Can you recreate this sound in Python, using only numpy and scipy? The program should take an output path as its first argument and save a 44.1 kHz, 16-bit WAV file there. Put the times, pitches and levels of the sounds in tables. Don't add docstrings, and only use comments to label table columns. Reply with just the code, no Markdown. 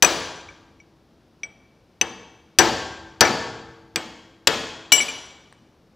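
import sys
import numpy as np
from scipy import signal
from scipy.fft import rfft, irfft
from scipy.io import wavfile
from scipy.ndimage import uniform_filter1d, minimum_filter1d

SR = 44100
rng = np.random.default_rng(int(sys.argv[2]) if len(sys.argv) > 2 else 0)


def file_out(sig):
    cols = np.atleast_2d(sig).T
    lim = np.clip(cols, -1, 1)
    pcm = np.round(lim * 32767).astype(np.int16)
    wavfile.write(sys.argv[1], SR, pcm)


def invert_db(level):
    return 10 ** (np.asarray(level, dtype=float) / 20)


N = 262647

# (time [s], crack [dB], housing [dB], hub [dB], hammer head [dB])
BLOWS = [
    (.024, 12.5, -16, -16.5, -9.5),
    (1.434, -33.5, -51.5, -39, -70),
    (2.0124, -4, -30, -16.5, -47),
    (2.5868, 13.5, -12, -12.5, -17.5),
    (3.2079, 10.5, -12, -21.5, -25.5),
    (3.959, -0.5, -31.5, -16, -46.5),
    (4.4724, 9.5, -21, -5, -37),
    (4.921, 9, -26.5, -13.5, -8.5),
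]
BLOW_S, CRACK_DB, HOUSING_DB, HUB_DB, HAMMER_DB = np.transpose(BLOWS)
# (frequency [Hz], density [dB per Hz])
AMBIENCE = [(15, -22), (30, -9), (60, 0), (120, 1), (270, 0), (500, -6), (1000, -13), (2000, -21),
            (4000, -23), (5600, -25), (6600, -31), (8000, -36), (13000, -39), (16000, -42)]
SOFT_BLOW_TILT = 0.07


def at_hz(points, hz):
    table_hz, values = np.array(points)[:, 0], np.array(points)[:, 1]
    return np.interp(np.log(hz), np.log(table_hz), values)


def coloured(spectrum, count):
    hz = np.maximum(np.fft.rfftfreq(count, 1 / SR), 5)
    x = irfft(rfft(rng.standard_normal(count)) * invert_db(at_hz(spectrum, hz)), count)
    return x / x.std()


def add(out, s, sound):
    i = round(s * SR)
    out[i:i + len(sound)] += sound[:N - i]


def struck(hz, db, t60, damped_s=9.):
    contact_s, choke_s = .0003, .002
    t = np.arange(int(min(1.3 * np.max(t60), damped_s + .01) * SR)) / SR
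    hz, db, t60 = (np.reshape(v, (-1, 1)) for v in (hz, db, t60))
    swell = 1 - np.exp(-t / contact_s)
    choke = np.exp(-np.maximum(t - damped_s, 0) / choke_s)
    modes = invert_db(db - 60 * t / t60) * np.sin(2 * np.pi * hz * t)
    return swell * choke * np.sum(modes, axis=0)


def until_next(rows):
    return np.diff([row[0] for row in rows] + [N / SR])


def body(modes, levels_db, spread_db, tilt=0.):
    out = np.zeros(N)
    hz, db, t60 = np.transpose(modes)
    luck = rng.standard_normal((len(BLOWS), len(modes)))
    for s, level_db, chance in zip(BLOW_S, levels_db, luck):
        duller_db = tilt * (level_db - max(levels_db)) * np.log2(hz / 600)
        add(out, s, struck(hz, db + level_db + duller_db + spread_db * chance, t60))
    return out


def cracks():
    # (frequency [Hz], density [dB per Hz])
    crack_colour = [(90, -43.5), (180, -16.5), (520, -4.5), (1700, -5.5), (3300, 0.5), (5000, -1),
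                    (7400, -4), (9000, -18), (12500, -22.5), (15000, -15), (17000, -24.5)]
    soft_ms, hard_ms, hard_from_db = 1.5, 3.7, 7.5
    near, far, t = np.zeros(N), np.zeros(N), np.arange(4096) / SR
    hz = np.maximum(np.fft.rfftfreq(4096, 1 / SR), 5)
    cepstrum = irfft(np.log(invert_db(at_hz(crack_colour, hz))))
    click = irfft(np.exp(rfft(cepstrum * np.r_[1, np.full(2047, 2), 1, np.zeros(2047)])))
    for s, db in zip(BLOW_S, CRACK_DB):
        ms = soft_ms + (hard_ms - soft_ms) * np.clip(db / hard_from_db, 0, 1)
        burst = invert_db(db - 10) * coloured(crack_colour, count=4096) * np.exp(-1000 * t / max(ms, .5))
        add(near, s, burst)
        add(far, s, click * np.linalg.norm(burst) / np.linalg.norm(click))
    return near, far


def chisel():
    # (time [s], first mode [dB], second mode [dB], first mode frequency [Hz])
    flat = [(0.024, -7.5, 1.5, 2450), (0.0468, -7, -4, 2483), (0.4877, -36.5, -50.5, 2310),
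            (.801, -44, -53.5, 2273), (1.4331, -21.5, -28, 2300), (2.013, -8, -6, 2610),
            (2.587, -24.5, 2, 2375), (2.6164, -19, -17, 2405), (3.2095, -26, -7, 2264),
            (3.2504, -15, -19, 2310), (3.9594, -19.5, -24.5, 2395), (4.0992, -45, -67, 2460),
            (4.4713, -15, -15, 2640), (4.9218, -7, -7, 2290), (5.003, -13.5, -38.5, 2313),
            (5.01, -17, -20, 2274), (5.083, -24, -33, 2384)]
    # (frequency [Hz], ring time against the first mode [ratio])
    flat_upper = [(5830, 1), (10190, 0.91)]
    # (time [s], first mode [dB], second mode [dB])
    edge = [(0.0257, -23.5, -11.5), (.8011, -60.5, -66), (2.0145, -15, -24), (2.5867, -26, -10.5),
            (3.208, -37, -20), (3.2525, -35, -33.5), (4.4711, -18, -16), (4.9195, -5, -14),
            (4.9457, -14.5, -12.5), (4.9793, -15, -14.5), (5.003, -28.5, -33), (5.0878, -29, -34)]
    edge_hz = [2939, 7418]
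    # (time [s], level [dB], frequency [Hz], t60 [s])
    axial = [
        (.026, -22.5, 7925, .5),
        (.082, -44, 7925, .3),
        (1.4348, -56.5, 7985, .17),
        (2.0128, -29.5, 8130, 0.058),
        (2.589, -21, 7940, 0.13),
        (3.2085, -28, 7960, 0.045),
        (3.9605, -31.5, 8020, 0.092),
        (4.9215, -16.5, 7924, 0.27),
    ]
    landings_s = [
        4.9794,
        5.034,
        5.106,
    ]
    left_db, left_t60_s = [-53, -43, -55], [.33, 0.8, 0.56]
    loose_from_s = 4.9
    held_t60_s, loose_t60_s, press_damping = 0.064, .15, 6.1
    held_third_db, loose_third_db = -32.5, -11
    edge_held_t60_s, edge_loose_t60_s = .035, 0.12
    free_hz, grip_stiffening = 2290, .3
    # (frequency [Hz], density [dB per Hz])
    grip = [(5, 0), (90, 0), (250, -14), (1000, -50)]

    out = np.zeros(N)
    upper_hz, longer = np.transpose(flat_upper)
    rings = [(s, left_db, free_hz, left_t60_s) for s in landings_s]
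    for s, first_db, second_db, hz in flat:
        loose = s > loose_from_s
        t60, third_db = (loose_t60_s, loose_third_db) if loose else (held_t60_s, held_third_db)
        pressed_t60 = t60 * (free_hz / hz) ** press_damping
        rings.append((s, [first_db, second_db, second_db + third_db], hz, pressed_t60 * np.array([1, *longer])))
    rings.sort(key=lambda ring: ring[0])
    for (s, db, hz, t60), free_s in zip(rings, until_next(rings)):
        raised_hz = upper_hz * (hz / free_hz) ** grip_stiffening
        add(out, s, struck([hz, *raised_hz], db, t60, free_s))
    for (s, *db), free_s in zip(edge, until_next(edge)):
        t60 = edge_loose_t60_s if s > loose_from_s else edge_held_t60_s
        add(out, s, struck(edge_hz, db, [t60, t60], free_s))
    for (s, db, hz, t60), free_s in zip(axial, until_next(axial)):
        add(out, s, struck(hz, db, t60, free_s))
    return out * invert_db(1.6 * coloured(grip, count=N))


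def hammer_head():
    # (frequency [Hz], level [dB], t60 [s])
    head_modes = [(9500, -6.5, 0.013), (10150, -5.5, .015), (11300, -12, 0.0066), (13370, -19, .06),
                  (14140, -13, .17), (14900, -2, .025), (15600, -5, .02)]
    return body(head_modes, HAMMER_DB, spread_db=3.0)


def hub():
    # (frequency [Hz], level [dB], t60 [s])
    hub_modes = [(1930, -7, .025), (2280, -6, 0.031), (2620, -5, 0.033), (2980, -7, .015),
                 (3255, -5.5, 0.031), (3366, -10, 0.039), (3590, -6, .02), (3700, -5, .022),
                 (4070, -7, 0.014), (4380, -10, .012)]
    # (frequency [Hz], level [dB], t60 [s])
    flange_modes = [(4640, 1.5, 0.047), (5100, -4, .022), (5230, -1.5, .03), (5440, -8, .02),
                    (6225, -9, .028), (6540, -10, .02), (6960, -13, .015), (8790, -26, .015)]
    return body(hub_modes, HUB_DB, spread_db=3.5) + body(flange_modes, HOUSING_DB + 2.5, spread_db=0.5)


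def housing():
    # (frequency [Hz], level
    # [dB], t60 [s])
    housing_modes = [(118.4, -19.5, 0.5), (268.5, -18, 0.98), (338.5, -3, 0.31), (453.4, -20, 0.79),
                     (534, -9, 0.45), (648, -25.5, 0.96), (763, -8.5, 0.45), (874, -12, 1.3),
                     (1109, -20.5, 1.1), (1306, -13.5, 0.63), (1475, -21, 0.66), (1590, -18.5, 1.1),
                     (1771, -14.5, 0.62), (1890, -32, 0.95), (2099, -32.5, 0.89), (2200, -17.5, 0.5),
                     (2245, -33.5, 0.82), (2336, -29.5, 0.71), (2449, -37, 1.2),
                     (329, -28.5, 3.4), (459, -27.5, 1.6), (453, -5, .25), (645, -4.5, .15), (1592, 4, .12),
                  (1770, -6, 0.19)]
    return body(housing_modes, HOUSING_DB - 5.5, spread_db=3.0, tilt=SOFT_BLOW_TILT)


def thuds():
    # (frequency [Hz], density [dB per Hz])
    thud_colour = [(30, -35), (70, -8), (120, -5), (330, -0.5), (600, 1.5), (1300, -1.5), (1700, -1.5),
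                   (3000, -13), (8000, -48.5)]
    levels_db = HOUSING_DB + 2.5
    out, t = np.zeros(N), np.arange(8192) / SR
    shape = (1 - np.exp(-t / 0.0043)) * np.exp(-t / 0.033)
    for s, level_db in zip(BLOW_S, levels_db):
        tilt = SOFT_BLOW_TILT * (level_db - max(levels_db))
        tilted = [(hz, db + tilt * np.log2(hz / 600)) for hz, db in thud_colour]
        add(out, s, invert_db(level_db) * coloured(tilted, count=8192) * shape)
    return out


def ticks():
    # (time [s], level [dB])
    knock_times = [
        (5.526, -33.5),
        (2.616, -22),
        (3.252, -20),
        (4.477, -11.5),
        (4.948, -19.5),
        (4.981, -13.5),
        (5.013, -22),
        (5.088, -32),
    ]
    # (frequency [Hz], level [dB], t60 [s])
    knock_modes = [(1110, -0.5, 0.0043), (1700, -1.5, 0.0058), (4000, -7, .004), (8500, -8.5, 0.0059),
                   (15030, -34, .02)]
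    out = np.zeros(N)
    hz, db, t60 = np.transpose(knock_modes)
    for s, level_db in knock_times:
        add(out, s, struck(hz, db + level_db, t60))
    return out


def workshop(x):
    # (frequency [Hz], t60 [s])
    shop_t60 = [(60, 2.2), (250, 0.83), (1000, 1.02), (3000, 0.92), (6000, 0.84), (9000, 0.73),
                (16000, 0.29)]
    # (frequency [Hz], level [dB])
    shop_colour = [(60, 5.5), (250, 10), (1000, 4.5), (3000, 2), (7000, -1.5), (10000, -2.5), (16000, -1.5)]
    shop_db, build_s = -2, 0.004
    t = np.arange(int(1.6 * SR)) / SR
    edges = 40 * 2 ** np.arange(0, 9, .5)
    white, tail = rng.standard_normal((2, len(t))), 0
    for k, (low, high) in enumerate(zip(edges, edges[1:])):
        hz = np.sqrt(low * high)
        band_pass = signal.butter(2, [low, high], "band", fs=SR, output="sos")
        band = signal.sosfilt(band_pass, white[k % 2])
        build = 1 - np.exp(-t / (build_s + 2.4 / hz))
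        tail = tail + band * build * invert_db(at_hz(shop_colour, hz) - 60 * t / at_hz(shop_t60, hz))
    return signal.fftconvolve(x, tail * invert_db(shop_db - 43.5))[:N]


def room_tone():
    return invert_db(-59.5) * coloured(AMBIENCE, count=N)


def scene():
    crack, far_crack = cracks()
    tools = chisel()
    casting = housing()
    knocks = ticks() + thuds() + hub() + hammer_head()
    echo = workshop(far_crack + knocks + invert_db(-3.5) * casting + invert_db(-9.5) * tools)
    air = crack + knocks + casting + tools + echo + room_tone()
    return np.array([air, air])


def held(db, hold_s, fall_db_per_s):
    size = int(hold_s * SR)
    kept = -minimum_filter1d(-db, size=size, origin=(size - 1) // 2)
    ramp = fall_db_per_s * np.arange(N) / SR
    return np.maximum.accumulate(kept + ramp) - ramp


def band_limit(x):
    return signal.sosfilt(signal.butter(12, 16450, fs=SR, output="sos"), x)


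def record(dry):
    knee = 5
    x = dry * invert_db(3.0)
    x = x / (1 + np.abs(x) ** knee) ** (1 / knee)
    level_db = 20 * np.log10(uniform_filter1d(x[0] ** 2, size=96) + 1e-9) / 2
    over_db = np.maximum(level_db + 9, 0)
    quick = held(np.minimum(over_db * 1.1, 4.0), hold_s=.02, fall_db_per_s=130)
    lingering = held(np.minimum(over_db * 3.0, 1.5), hold_s=0.084, fall_db_per_s=21)
    duck_db = signal.lfilter([.03], [1, -.97], quick + lingering)
    x = np.array([x[0], x[1] * invert_db(-1.67 - duck_db)])
    hiss = invert_db(-77) * np.array([coloured(AMBIENCE, count=N) for side in range(2)])
    low_pass = signal.cheby2(10, 50, 16500, fs=SR, output="sos")
    x = signal.sosfilt(low_pass, x + hiss)
    return band_limit(np.clip(x, -1, 1))


dry = scene()
out = record(dry)
file_out(out)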